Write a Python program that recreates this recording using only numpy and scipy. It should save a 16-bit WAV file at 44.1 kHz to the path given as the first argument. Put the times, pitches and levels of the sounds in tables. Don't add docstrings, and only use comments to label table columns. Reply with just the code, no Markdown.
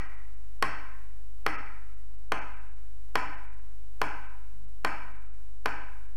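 import sys
import numpy as np
from scipy import signal
from scipy.fft import rfft, irfft, next_fast_len
from scipy.io import wavfile
from scipy.ndimage import map_coordinates

SR = 44100
rng = np.random.default_rng(int(sys.argv[2]) if len(sys.argv) > 2 else 0)


def convert_level_to_amplitude(level_db):
    exponent = np.asarray(level_db, float) / 20
    return 10 ** exponent


def dump_mix(stems):
    frames = np.atleast_2d(stems).T
    limited = np.clip(frames, -1, 1)
    pcm = np.round(limited * 32767).astype(np.int16)
    wavfile.write(sys.argv[1], SR, pcm)


N = 271656


def unit(x):
    return x / np.sqrt(np.mean(x ** 2) + 1e-20)


def along(points, hz):
    f, v = np.transpose(points)
    return np.interp(np.log(hz + 1), np.log(f + 1), v)


def wobble(rate_hz):
    knots = rng.standard_normal(int(N * rate_hz / SR) + 4)
    return map_coordinates(knots, [np.arange(N) * rate_hz / SR])


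def noise(spectrum):
    m = next_fast_len(N + SR)
    gain = convert_level_to_amplitude(along(spectrum, np.fft.rfftfreq(m, 1 / SR)))
    return unit(irfft(rfft(rng.standard_normal(m)) * gain, m)[:N])


def taps():
    # t/s, peak level/dB, tip hardness/dB, place (0 far, 1 middle, 2 near)
    strikes = [
        (-0.2, -4.5, 11.5, 0.8),
        (0.625, -8.5, 11, 0.034),
        (1.464, -7, 6.5, 1.02),
        (2.32, -8.5, 5.5, 1.82),
        (3.155, -7.5, 8, 1.85),
        (4.016, -8.5, 6, 2.33),
        (4.8476, -9, 7, 1.9),
        (5.6582, -10, 7.5, 3.2),
    ]
    room_db = -9
    out = np.zeros(N + 3 * SR)
    common = rng.standard_normal(SR)
    near = near_echoes()
    for s, db, hard_db, place in strikes:
        blow = convert_level_to_amplitude(db + 5.5) * desk(drive(place), hard_db)
        far = signal.fftconvolve(blow, tail(common + 2.18 * rng.standard_normal(SR)))
        at = round((s + .9999) * SR)
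        out[at:][:len(far)] += convert_level_to_amplitude(room_db) * far
        out[at:][:len(blow)] += signal.fftconvolve(blow, near)[:len(blow)]
    return out[SR:SR + N]


def drive(place):
    spot_hz = [450, 1020, 1150, 1270, 1550, 1900, 2500]
    far_db = [-5.1, -6, 21, -11, -16.5, -8, -6]
    middle_db = [-6.3, -12.5, 5, 1, -38, -8, -12.2]
    near_db = [-7, -3, -28.5, -3, -17, -14, -5.5]
    drive_db = [np.interp(place, range(3), levels) for levels in zip(far_db, middle_db, near_db)]
    return [*zip(spot_hz, drive_db)]


def desk(drive_points, hard_db):
    # f/Hz, level/dB, t60/s
    modes = [(132.04, -40, 0.4), (325.3, -19.5, 0.047), (419.3, -12, 0.019), (651, -19, 0.054),
             (812.3, -33, 0.12), (1023, -15.5, 0.062), (1086.4, -26.5, 0.077), (1262, -14, 0.023),
             (1450, -19.5, 0.019), (1539.5, 8, 0.011), (1773, -12, 0.11), (1895, 3.5, 0.012),
             (1908, -19, 0.15), (2280, -15, 0.12), (2610, -12.5, 0.0092), (3000, -16.5, 0.011),
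             (3280, -16.5, 0.0094), (3870, -26.5, 0.015), (4350, -19, 0.013), (4900, -21.5, .012),
             (5464, -18.5, .009), (6120, -20, .01), (7440, -43, .015), (9500, -49, .01),
             (10800, -36.5, .01)]
    contact_ms, ring_db, jolt_db = 0.024, 2.5, -7.5
    tick_db, grain_db, grain_t60_s = -19, -36, 0.014
    t = np.arange(SR // 2) / SR

    hz, db, t60 = np.transpose(modes)[:, :, None]
    hz = hz * (1 + .004 * rng.standard_normal(hz.shape))
    t60 = np.minimum(t60, np.where(hz > 3500, 40, 100) / hz)
    phase = np.pi * np.arange(len(hz))[:, None] ** 2 / 9
    level_db = db + along([*drive_points, (4000, hard_db)], hz) + rng.normal(0, 1, db.shape)
    ring = convert_level_to_amplitude(level_db - 60 * t / t60) * np.sin(2 * np.pi * hz * t + phase)
    swell = 1 - np.exp(-(t / .0017) ** 2)

    v = (t - .0005) / .00013
    jolt = (1 - 0.56 * v * v + .5 * v * (1 - abs(v))) * np.exp(-v * v / 3.0)

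    u = t[:64] * 1000 / contact_ms
    force = u * u * np.exp(-u)
    motion = convert_level_to_amplitude(ring_db) * ring.sum(0) * swell + convert_level_to_amplitude(jolt_db) * jolt
    blow = np.convolve(motion, force / force.sum())[:len(t)]

    band = signal.butter(2, [4300, 12500], "bandpass", fs=SR, output="sos")
    tick = signal.sosfilt(band, np.arange(len(t)) == 18)
    grain = signal.sosfilt(band, rng.standard_normal(len(t)))
    grain = convert_level_to_amplitude(grain_db - 60 * t / grain_t60_s) * grain * (t > .0003)
    return blow + convert_level_to_amplitude(hard_db) * (convert_level_to_amplitude(tick_db) * tick + grain)


def near_echoes():
    # delay/s, level/dB
    walls = [(.0028, -4.5), (.0047, -26.5), (.0075, -14), (.0105, -9), (.016, -12.5), (.022, -12)]
    near = np.zeros(SR // 20)
    for k, (delay_s, gain_db) in enumerate(walls):
        near[round(delay_s * SR)] = (-1) ** k * convert_level_to_amplitude(gain_db)
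    scatter = rng.standard_normal(130) * np.exp(-np.arange(130) / 40)
    near = np.convolve(near, scatter / np.linalg.norm(scatter))
    near = signal.sosfilt(signal.butter(2, 2800, fs=SR, output="sos"), near)
    near[0] = 1
    return near


def tail(white):
    # f/Hz, t60/s
    decay = [(100, 0.87), (300, 0.63), (1000, 0.8), (2000, 0.86), (3500, 0.7), (6000, 0.58), (12000, 0.18)]
    # f/Hz, level/dB
    spread = [(80, -1.5), (200, 14.5), (500, -2), (900, 10), (1150, -1.5), (1300, 6.5), (2000, 5.5),
              (2600, 7.5), (3700, -5.5), (5000, 2), (8000, 5.5), (15000, 0.5)]
    hz, t, z = signal.stft(white, SR, nperseg=512)
    level_db = along(spread, hz)[:, None] - 60 * t / along(decay, hz)[:, None]
    h = signal.istft(z * convert_level_to_amplitude(level_db), SR, nperseg=512)[1]
    h = h * (1 - np.exp(-(np.arange(len(h)) / SR / 0.012) ** 2))
    return h / np.linalg.norm(h)


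def drones():
    # start t/s, end t/s, f/Hz, rms level/dB
    bursts = [
        (4.524, 4.698, 162.4, -63.5),
        (4.983, 5.166, 162.2, -65),
    ]
    edge_s = 0.016
    t = np.arange(N) / SR
    out = np.zeros(N)
    for start_s, end_s, hz, db in bursts:
        gate = np.clip(np.minimum(t - start_s, end_s - t) / edge_s, 0, 1)
        out += np.sqrt(2) * convert_level_to_amplitude(db) * gate * np.sin(2 * np.pi * hz * t)
    return out


def hum():
    line_hz = [50, 100, 21.9, 12.5, 39.8, 67.5]
    line_db = [-47, -90, -53, -66, -95, -75]
    # f/Hz, level/dB per Hz
    rumble = [(2, 1.5), (4, -17), (13, -6.5), (25, -18), (60, -7.5), (110, -9), (150, -54)]
    turn = 2 * np.pi * np.arange(N) / SR
    out = convert_level_to_amplitude(-63.0) * noise(rumble)
    for hz, db in zip(line_hz, line_db):
        level_db = db + .3 * wobble(4)
        out += np.sqrt(2) * convert_level_to_amplitude(level_db) * np.sin(hz * turn + 2 * np.pi * rng.random())
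    return out


def hiss():
    # f/Hz, level/dB per Hz
    density = [(100, -27.5), (140, -0.5), (350, -0.5), (500, -3), (860, -1.5), (1300, -5), (2200, -6.5),
               (3500, -13), (8000, -14.5), (13000, -14.5), (15800, -13)]
    # f/Hz, level/dB per Hz
    top_point = (15900, -70)
    sway_db = .6 * wobble(10)
    return convert_level_to_amplitude(-67 + sway_db) * noise([*density, top_point])


def scene():
    return (taps() + drones() + hum() + hiss())[None]


def starve(x):
    starved = [0.082, 0.165, .358, 0.61, 1.449, 1.571, 1.958, 2.169, 2.303, 2.404, 2.553, 2.598, 2.701,
               2.748, 3.364, 3.472, 3.493, 3.513, 3.558, 3.603, 4.282, 4.666, 5.135, 5.181, 5.2, 5.245,
               5.283, 5.303, 5.323, 6.075]
    corner_hz, length_s, fade_s = 3100, .016, .012
    hz, t, z = signal.stft(x, SR, nperseg=512, noverlap=448)
    gain = np.ones(z.shape[1:])
    for s in starved:
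        lost = (hz > corner_hz) & (rng.random(len(hz)) > .04)
        depth = np.clip((length_s / 2 - abs(t - s)) / fade_s + .5, 0, .97)
        gain -= gain * lost[:, None] * depth
    return signal.istft(z * gain, SR, nperseg=512, noverlap=448)[1][:, :N]


def band_limit(x):
    return signal.sosfilt(signal.butter(12, 16540, fs=SR, output="sos"), x)


def record(dry):
    rounded = dry / (1 + abs(dry / .43) ** 3) ** (1 / 3)
    rounded = signal.sosfilt(signal.butter(6, 15500, fs=SR, output="sos"), rounded)
    offset = -.0685
    return band_limit(starve(rounded) + offset)


dry = scene()
out = record(dry)
dump_mix(out)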